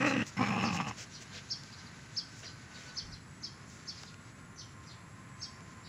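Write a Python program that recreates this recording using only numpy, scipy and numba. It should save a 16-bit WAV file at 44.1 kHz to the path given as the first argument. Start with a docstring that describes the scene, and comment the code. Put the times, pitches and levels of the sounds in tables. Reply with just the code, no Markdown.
"""Dogs tussling on a dirt lane.

One of two dogs gives two rough play growls, its uneven vocal folds driving the resonances of throat
and mouth. Jaws snap once, and paws scuff and tick on the grit. A small bird chips nearby and another
answers from further off. Behind them are insects, leaf hiss and the rumble and whine of far traffic."""
import sys
import numpy as np
from scipy import signal
from scipy.fft import rfft, irfft
from scipy.io import wavfile
from scipy.ndimage import uniform_filter1d
from numba import njit

SR = 44100
rng = np.random.default_rng(int(sys.argv[2]) if len(sys.argv) > 2 else 0)


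def int16_out(signal):
    """Quantize to a 16-bit WAV file."""
    q = np.round(np.clip(np.atleast_2d(signal).T, -1, 1) * 32767)
    wavfile.write(sys.argv[1], SR, q.astype(np.int16))


N = 259308
T = np.arange(N) / SR


def undb(db):
    """Decibels to amplitude gain."""
    return 10 ** (np.asarray(db) / 20)


def unit(x):
    """Normalisation to rms 1."""
    return x / (np.std(x) + 1e-12)


def steady(x, size=1500):
    """Division by the running rms holds the level and leaves the fast grain."""
    return x / np.sqrt(np.abs(uniform_filter1d(x * x, size)) + 1e-12)


def curves(table):
    """Linear interpolation of a table's columns over time."""
    times, *columns = np.transpose(table)
    return [np.interp(T, times, column) for column in columns]


def fade(start_s, end_s, attack_s, release_s):
    """A trapezoidal envelope: attack, hold and release."""
    return np.clip(np.minimum((T - start_s) / attack_s, (end_s - T) / release_s), 0, 1)


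def noise(size=N):
    """Gaussian white noise."""
    return rng.standard_normal(size)


def walk(rate_hz):
    """Interpolated noise: a random wander with a spread near 1."""
    return 1.2 * np.interp(T * rate_hz, np.arange(8192), noise(8192))


def blurred_tone(hz, width_hz):
    """Random modulation of amplitude and phase spreads a tone into a narrow band."""
    blur = walk(width_hz) + 1j * walk(width_hz)
    phase = 2 * np.pi * np.cumsum(hz * np.ones(N)) / SR
    return unit(np.real(blur * np.exp(1j * phase)))


def colour(x, points):
    """Spectral shaping by a curve of (Hz, dB) points."""
    hz, db = np.transpose(points)
    bins_hz = np.fft.rfftfreq(len(x), 1 / SR) + 1e-3
    gain = undb(np.interp(np.log(bins_hz), np.log(hz), db, left=-120, right=-120))
    return irfft(rfft(x) * gain, len(x))


def resonate(x, modes, order=2):
    """Parallel resonators (Hz, width in Hz, dB); cascading each `order` times deepens the valleys."""
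    out = 0
    for hz, width, db in modes:
        b, a = signal.iirpeak(min(hz, .45 * SR), hz / min(width, SR / 5), fs=SR)
        out = out + undb(db) * signal.sosfilt(np.tile(np.r_[b, a], (order, 1)), x)
    return out


@njit
def glide(x, hz, width):
    """A state-variable band-pass filter with a moving centre."""
    out, band, low = np.empty(len(x)), 0., 0.
    for i in range(len(x)):
        g, damping = np.tan(np.pi * hz[i] / SR), width / hz[i]
        v = (band + g * (x[i] - low)) / (1 + g * (g + damping))
        band, low, out[i] = 2 * v - band, low + 2 * g * v, damping * v
    return out


def formant(x, hz, width_hz):
    """Two band-passes in cascade make a steep moving resonance."""
    return glide(glide(x, hz, float(width_hz)), hz, float(width_hz))


def scatter(x, early_s=0.14, late_s=0.6, late_db=-11):
    """Diffuse reflection: quick from ground and leaves, then a thin tail from far trees and walls."""
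    t = T[:SR // 2]
    decay = undb(-60 * t / early_s) + undb(late_db - 60 * t / late_s)
    tail = noise(len(t)) * decay * (t > .002)
    return signal.fftconvolve(x, tail / np.linalg.norm(tail))[:len(x)]


# Spectra of traffic rumble, of road and leaf hiss, and of the insect chorus.
# Each row: frequency in Hz, relative spectral level in dB.
RUMBLE_SPECTRUM = [(15, -61), (25, -25), (32, -22), (54, -13.5), (108, 0.5), (179, -4), (233, -7.5),
                   (267, -9.5), (303, -12.5), (424, -17.5), (700, -26), (910, -77.5), (1540, -120)]
HISS_SPECTRUM = [(350, -33), (600, -9), (760, -8), (1050, -4), (1160, -4), (1510, -3.5), (2020, -4.5),
                 (3270, -15.5), (3860, -14), (5640, -15), (7000, -13.5), (9100, -50), (15400, -120)]
CHORUS_SPECTRUM = [(6500, -5.5), (7200, -5), (7800, -2.5), (8400, -17), (9200, -13.5), (10200, -7.5),
                   (11000, -9.5), (11500, -22.5), (13000, -27), (15500, -20)]
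# The slow swell of the hiss. Each row: time in seconds, relative levels of road and of leaves in dB.
HISS_SWELL = [(1.05, -56.5, -58), (2.19, -58, -59.5), (2.91, -55, -59), (3.24, -58, -66.5),
              (3.83, -57, -61), (4.52, -59.5, -66.5), (5.88, -56, -65.5)]


def outdoors(rumble_db=-53, hiss_gain_db=-1, chorus_db=-71, gust_s=3.09, gust_width_s=0.089, gust_db=-51):
    """Incoherent sources sum to coloured noise: traffic, leaves, an insect chorus, one puff of wind."""
    road_db, leaf_db = curves(HISS_SWELL)
    hiss = colour(noise(), HISS_SPECTRUM)
    road = signal.sosfiltfilt(signal.butter(4, 2700, fs=SR, output="sos"), hiss)
    leaves = hiss - road
    out = unit(colour(noise(), RUMBLE_SPECTRUM)) * undb(rumble_db + 0.23 * walk(12))
    out += unit(road) * undb(road_db + hiss_gain_db + .8 * walk(14))
    out += unit(leaves) * undb(leaf_db + hiss_gain_db + 1.9 * walk(23.95))
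    out += unit(colour(noise(), CHORUS_SPECTRUM)) * undb(chorus_db + 0.13 * walk(2.5))
    gust = steady(resonate(noise(), [(68, 59, 0)]))
    return out + gust * undb(gust_db) * np.exp(-((T - gust_s) / gust_width_s) ** 4)


# Whines of far traffic. Each row: start and length in seconds, first and last pitch in Hz,
# first and last level in dB.
TRAFFIC_WHINES = [(.95, 2.3, 1590, 1478, -65.5, -60), (3.6, 1.35, 1450, 1365, -68.5, -71),
                  (3.35, 2.7, 1080, 1030, -68.5, -62.5)]


def traffic_whines(fade_s=.18):
    """Narrow-band noise: each thin whine of distant traffic fades in, sinks in pitch and fades out."""
    out = 0
    for start, length, from_hz, to_hz, from_db, to_db in TRAFFIC_WHINES:
        end = start + length
        tone = blurred_tone(np.interp(T, [start, end], [from_hz, to_hz]), width_hz=48)
        gain = undb(np.interp(T, [start, end], [from_db, to_db]))
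        out = out + tone * gain * fade(start, end, fade_s, fade_s)
    return out


def insects(period_s=1.06, restart_s=4.46, from_hz=7120, to_hz=7850, swell_db=5.5, growth_db_per_s=1.5):
    """Sawtooth modulation: a buzz rises, swells twice and repeats, ever louder, under a steady ring."""
    phrase = (T - restart_s) / period_s % 1
    buzz = blurred_tone(from_hz + (to_hz - from_hz) * phrase, width_hz=420)
    buzz_db = -74 + swell_db * (2 * phrase % 1) + growth_db_per_s * (T - restart_s)
    ring = blurred_tone(hz=10840, width_hz=600)
    return buzz * undb(buzz_db) + ring * undb(-80.5)


def whistle(hz, waver):
    """Slight random frequency modulation makes a near-sine note that is never twice alike."""
    wobble = 1 + waver * unit(uniform_filter1d(noise(len(hz)), 60))
    return np.sin(2 * np.pi * np.cumsum(hz * wobble) / SR)


CHIP_S, CREST_HZ, ARCH_HZ = .043, 5455, 2150
DIP_HZ, DIP_AFTER_S, DIP_S = 920, 0.00602, 0.0031
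SLUR_S, SLUR_FROM_HZ, SLUR_TO_HZ, SLIDE_AFTER_S, SLIDE_S = 0.11, 6250, 3200, .012, 0.00692


def bird_voices(t, ratio, lean=0.26):
    """Biphonation: an arch of pitch that dips just past its crest at t = 0, and a longer falling slur."""
    arch, span = np.clip(2 * t / CHIP_S, -1, 1), np.clip(2 * t / SLUR_S, -1, 1)
    dip = np.exp(-((t - DIP_AFTER_S) / DIP_S) ** 2)
    chip_hz = CREST_HZ - ARCH_HZ * arch ** 2 - DIP_HZ * dip
    slide = (1 + np.tanh((t - SLIDE_AFTER_S) / SLIDE_S)) / 2
    slur_hz = SLUR_FROM_HZ + (SLUR_TO_HZ - SLUR_FROM_HZ) * slide
    chip = whistle(chip_hz * ratio, waver=0.02) * (1 - arch ** 2) ** 1.83 * (1 + lean * arch)
    slur = whistle(slur_hz * ratio, waver=0.0348) * (1 - span ** 2) ** 2.8
    return chip, slur


# Bird calls. Each row: time of the crest in seconds, relative level in dB, pitch ratio,
# relative gains of the direct sound and of the second voice in dB.
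BIRD_CHIPS = [(.662, -35.5, 0.97, 1.5, -2), (1.151, -43.5, 0.92, -1, 0.5), (1.518, -31, 1.003, 5, -7.5),
              (1.734, -50, 0.9, 3.5, -8), (1.789, -50, 0.91, 2.5, 3), (1.87, -53.5, 0.87, 5, -16),
              (2.181, -32.5, 1.006, 8.5, -6), (2.459, -39.5, 0.92, -19, -1), (2.754, -47.5, 0.85, -1, -13),
              (2.885, -48, .88, -6, -4), (2.982, -34, 0.98, 6.5, -1.5), (3.134, -45, 0.92, 3, -1),
              (3.445, -35.5, 0.99, 1.5, -2), (3.89, -37, 1.003, 4.5, -3), (3.977, -46.5, 0.94, 0.5, -1),
              (4.076, -48, 0.79, -15, 0), (4.592, -41, 0.96, -4, 5), (4.876, -47.5, 0.94, -18, -1),
              (4.906, -47, 0.79, -18, -4), (5.43, -35, 1.027, 1, -4.5), (5.85, -48, 0.85, -9, 1.5)]


def birds(wet_db=-3, direct_db=-5.0, slur_db=-10, slur_direct=0.74):
    """The direct-to-reverberant ratio conveys distance: further chips arrive mostly as scatter."""
    out = np.zeros(N + SR)
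    t = T[:SR // 2] - .05
    for crest_s, db, ratio, near_db, second_db in BIRD_CHIPS:
        chip, slur = bird_voices(t, ratio)
        slur = undb(second_db + slur_db) * slur
        direct = undb(near_db + direct_db) * (chip + slur_direct * slur)
        reflected = scatter(undb(wet_db) * chip + slur)
        i = int((crest_s + t[0]) * SR)
        out[i:i + len(t)] += undb(db) * (direct + reflected)
    return out[:N]


# Paws dragged over dirt. Each row: start and length in seconds, relative level in dB,
# centre of the grit band in Hz, gain of the dull body in dB.
PAW_SCUFFS = [(0.048, .08, -46.5, 5760, -9), (.61, 0.055, -53.5, 6250, -7), (0.253, 0.058, -49, 5900, -14),
              (0.713, 0.079, -47, 5940, -25), (0.868, 0.038, -49, 6170, -10.5),
              (0.959, 0.1, -48, 5470, -3.5), (1.202, 0.044, -53, 5970, -4), (1.31, 0.11, -52.5, 3900, 0),
              (2.333, 0.11, -56.5, 6400, -12), (2.415, 0.065, -59.5, 4700, 6.5),
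              (2.686, 0.27, -59.5, 5260, 1), (3.635, 0.19, -61, 6600, -14), (3.97, 0.11, -59.5, 5960, -2.5)]
# Claw and pebble ticks. Each row: start in seconds, relative level in dB, centre frequency in Hz.
CLAW_TICKS = [(.127, -42, 4000), (.267, -30.5, 5470), (0.635, -39, 5000), (.765, -33, 6530),
              (.96, -51, 2237), (.984, -40.5, 3530), (1.227, -52, 6000), (1.636, -37, 6000),
              (1.728, -44, 4700), (2.061, -44, 5500), (2.43, -52, 3030), (2.715, -48, 2200),
              (4.034, -35.5, 2200), (4.036, -39, 800), (4.143, -41.5, 2200), (4.451, -53, 3390),
              (5.606, -47.5, 4000)]
# Grit on packed earth, which colours both. Each row: frequency in Hz, gain in dB.
GRIT_SPECTRUM = [(150, -10), (500, 1), (2500, 3.5), (7200, 3.5), (8500, -9.5), (11000, -15), (12000, -17),
                 (16000, -6)]


def paws(grain_db=2.8, tick_decay_s=0.00096):
    """Friction and impact: grit crunches under dragged paws, and single claws and pebbles tick."""
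    out = np.zeros(N + SR)
    t = T[:SR // 3]
    for start, length, db, hz, body_db in PAW_SCUFFS:
        grit = noise(len(t)) * undb(grain_db * rng.exponential(size=len(t)))
        crunch = unit(resonate(grit, [(hz, hz / 2, 0)], order=1))
        body = unit(resonate(grit, [(560, 430, 3), (2160, 3200, 0)]))
        stroke = np.abs(np.sin(np.pi * np.minimum(t / length, 1))) ** 1.14
        i = int(start * SR)
        out[i:i + len(t)] += undb(db) * (crunch + undb(body_db) * body) * stroke
    t = T[:SR // 20]
    for start, db, hz in CLAW_TICKS:
        tick = resonate(noise(len(t)) * np.exp(-t / tick_decay_s), [(hz, hz, 0)], order=1)
        i = int(start * SR)
        out[i:i + len(t)] += undb(db) * tick / np.abs(tick).max()
    return colour(out, GRIT_SPECTRUM)[:N]


# Modes of the jaws. Each row: frequency in Hz, bandwidth in Hz, relative gain in dB.
JAW_MODES = [(450, 330, 5), (925, 150, 29), (1600, 450, -20)]


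def jaw_snap(at_s=.802, peak_db=-23):
    """An impulse excites damped modes: one hollow knock as the jaws snap shut."""
    knock = resonate(signal.unit_impulse(N, int(at_s * SR)), JAW_MODES, order=1)
    knock = signal.sosfilt(signal.butter(4, 2200, fs=SR, output="sos"), knock)
    return undb(peak_db) * knock / np.abs(knock).max()


def wheeze(at_s=.096, rise_s=.02, fall_s=.034, top_hz=4100, bend_hz=130, db=-42):
    """A narrow band of noise swells in the first growl, then sinks in pitch as it fades."""
    away = np.minimum(((T - at_s) / np.where(T < at_s, rise_s, fall_s)) ** 2, 20)
    return blurred_tone(top_hz - bend_hz * away, width_hz=330) * undb(db) * np.exp(-away)


ORDINARY_DB, PITCH_OCT_PER_DB = -35, 0.06  # effort above the ordinary level raises the pitch
SAG_SHARE, SAG_POWER = .33, 4.2  # the pitch sags by this share, mostly near the end
CHEST_SLOPE, RASP_SLOPE = .85, 0.68  # dB of chest tone per dB of effort, of rasp per dB of gape
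BARED_HZ, BARING_S = 2700, .12  # the lips draw back and their resonance settles towards this pitch


def growl(effort, mouth, teeth, pitch_hz, jaw_hz, lips_hz, chest_db, mouth_db, teeth_db,
          jaw_db, lips_db, throat_db, jitter_hz, flap_db, closing_db,
          shimmer_db=2.5, surge_db=1.8, wander=0.063, puff_cycles=.4, teeth_air=4):
    """Source and filter: uneven vocal folds send a pulse and a puff a cycle through throat and mouth."""
    start, end = effort[0][0], effort[-1][0]
    age = np.clip(T - start, 0, end - start)
    spent = (age / (end - start)) ** SAG_POWER
    push, gape = np.array(curves(effort)) - ORDINARY_DB
    pitch = pitch_hz * 2 ** (PITCH_OCT_PER_DB * push) * (1 - SAG_SHARE * spent)
    jaw = jaw_hz * (1 + wander * walk(24.94))
    lips = BARED_HZ + (lips_hz - BARED_HZ) * np.exp(-age / BARING_S)
    lips *= 1 + wander / 2 * walk(25.6)
    # the jitter is constant in Hz, so slower folds are more uneven
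    cycles = np.cumsum(pitch + jitter_hz * walk(200)) / SR
    force = undb(shimmer_db * walk(200))
    slaps = unit(np.diff(np.floor(cycles), prepend=0) * undb(2 * walk(240)))
    puff = unit(np.exp(-(cycles % 1) / puff_cycles) * noise())
    pulses, breathy = slaps + puff, slaps + teeth_air * puff
    # loose tissue flaps below the ordinary rate of the folds
    flap = steady(resonate(noise(), [(128, 45, 0), (187.7, 56, -1)]))
    throat = steady(resonate(pulses, [(279.5, 52, 0)]))
    fundamental = np.sqrt(2) * np.cos(2 * np.pi * cycles - 1)
    chest = fundamental + undb(flap_db) * flap + undb(throat_db) * throat
    vowel = resonate(pulses, mouth) + undb(jaw_db) * formant(pulses, jaw, width_hz=300)
    rasp = resonate(breathy, teeth) + undb(lips_db) * formant(breathy, lips, width_hz=350)
    parts = [(chest, chest_db + CHEST_SLOPE * push),
             (vowel, mouth_db + gape),
             (rasp, teeth_db + RASP_SLOPE * gape + closing_db * spent)]  # the lips cover the teeth again
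    voice = sum(steady(part * force, size=900) * undb(db + surge_db * walk(50.24)) for part, db in parts)
    voice *= fade(start, end, attack_s=0.0034, release_s=0.014)
    # a small mouth radiates no deep bass
    return signal.sosfilt(signal.butter(4, 85, "high", fs=SR, output="sos"), voice)


# The course of each growl. Each row: time in seconds, effort in the chest in dB,
# relative level from the open mouth in dB.
FIRST_EFFORT = [(0.0, -37, -46.5), (0.016, -33, -34), (0.068, -30, -31.5), (0.098, -34, -38.5),
                (0.11, -32, -33.5), (0.156, -34, -42.5), (0.166, -31, -35.5), (0.176, -32, -44.5),
                (0.224, -37, -40.5), (0.245, -56, -53)]
SECOND_EFFORT = [(0.365, -43, -58), (0.371, -40, -47.5), (0.397, -32, -39), (0.423, -31, -30),
                 (0.443, -37, -36.5), (0.625, -37, -40), (0.641, -34, -33), (0.723, -37, -41.5),
                 (0.791, -42, -41.5), (0.807, -37, -35.5), (0.833, -45, -48.5), (0.871, -39, -44),
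                 (0.925, -52, -45.5), (0.94, -55, -62)]
# Vocal tract resonances: the mouth shapes the vowel, the teeth the rasp.
# Each row: frequency in Hz, bandwidth of one filter stage in Hz, relative gain in dB.
FIRST_MOUTH = [(525, 165, 0), (840, 100, -2.5), (1446, 180, -5.5)]
FIRST_TEETH = [(1630, 140, 5), (1883, 230, 6.5), (2680, 190, -15), (4120, 110, -12), (5360, 570, -14),
               (5800, 310, -11.5), (7600, 360, -20), (14000, 2800, -45)]
SECOND_MOUTH = [(526, 190, -3.5), (827, 137, 4.5), (1180, 220, -39)]
SECOND_TEETH = [(1576, 470, 2.5), (2037, 130, 4), (2870, 59, 1.5), (3970, 380, -10.5), (5300, 220, -2.5),
                (6560, 830, -13.5), (13600, 2300, -38)]


def play_growls():
    """Formants set the vowel: a short growl and a longer, lower one, each with its own resonances."""
    first = growl(FIRST_EFFORT, FIRST_MOUTH, FIRST_TEETH, pitch_hz=256, jaw_hz=1260, lips_hz=2410,
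                  chest_db=-33.5, mouth_db=-34, teeth_db=-33, jaw_db=-1, lips_db=5, throat_db=-6,
                  jitter_hz=17, flap_db=-5.5, closing_db=-1)
    second = growl(SECOND_EFFORT, SECOND_MOUTH, SECOND_TEETH, pitch_hz=221.9, jaw_hz=1090, lips_hz=1910,
                   chest_db=-34, mouth_db=-34.5, teeth_db=-37, jaw_db=3, lips_db=7, throat_db=-11,
                   jitter_hz=20.99, flap_db=-3.5, closing_db=-5)
    return first + second


def scene():
    """Superposition: dogs close by in nearly dry open air, with birds, insects and traffic beyond."""
    dogs = play_growls() + wheeze() + jaw_snap() + paws()
    reflected = undb(-16.5) * scatter(dogs)
    return (dogs + reflected + birds() + insects() + traffic_whines() + outdoors())[None]


def record(dry):
    """Band limiting: a steep low-pass cuts the treble above 15.6 kHz."""
    return signal.sosfilt(signal.ellip(10, .2, 70, 15600, fs=SR, output="sos"), dry)


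dry = scene()
out = record(dry)
int16_out(out)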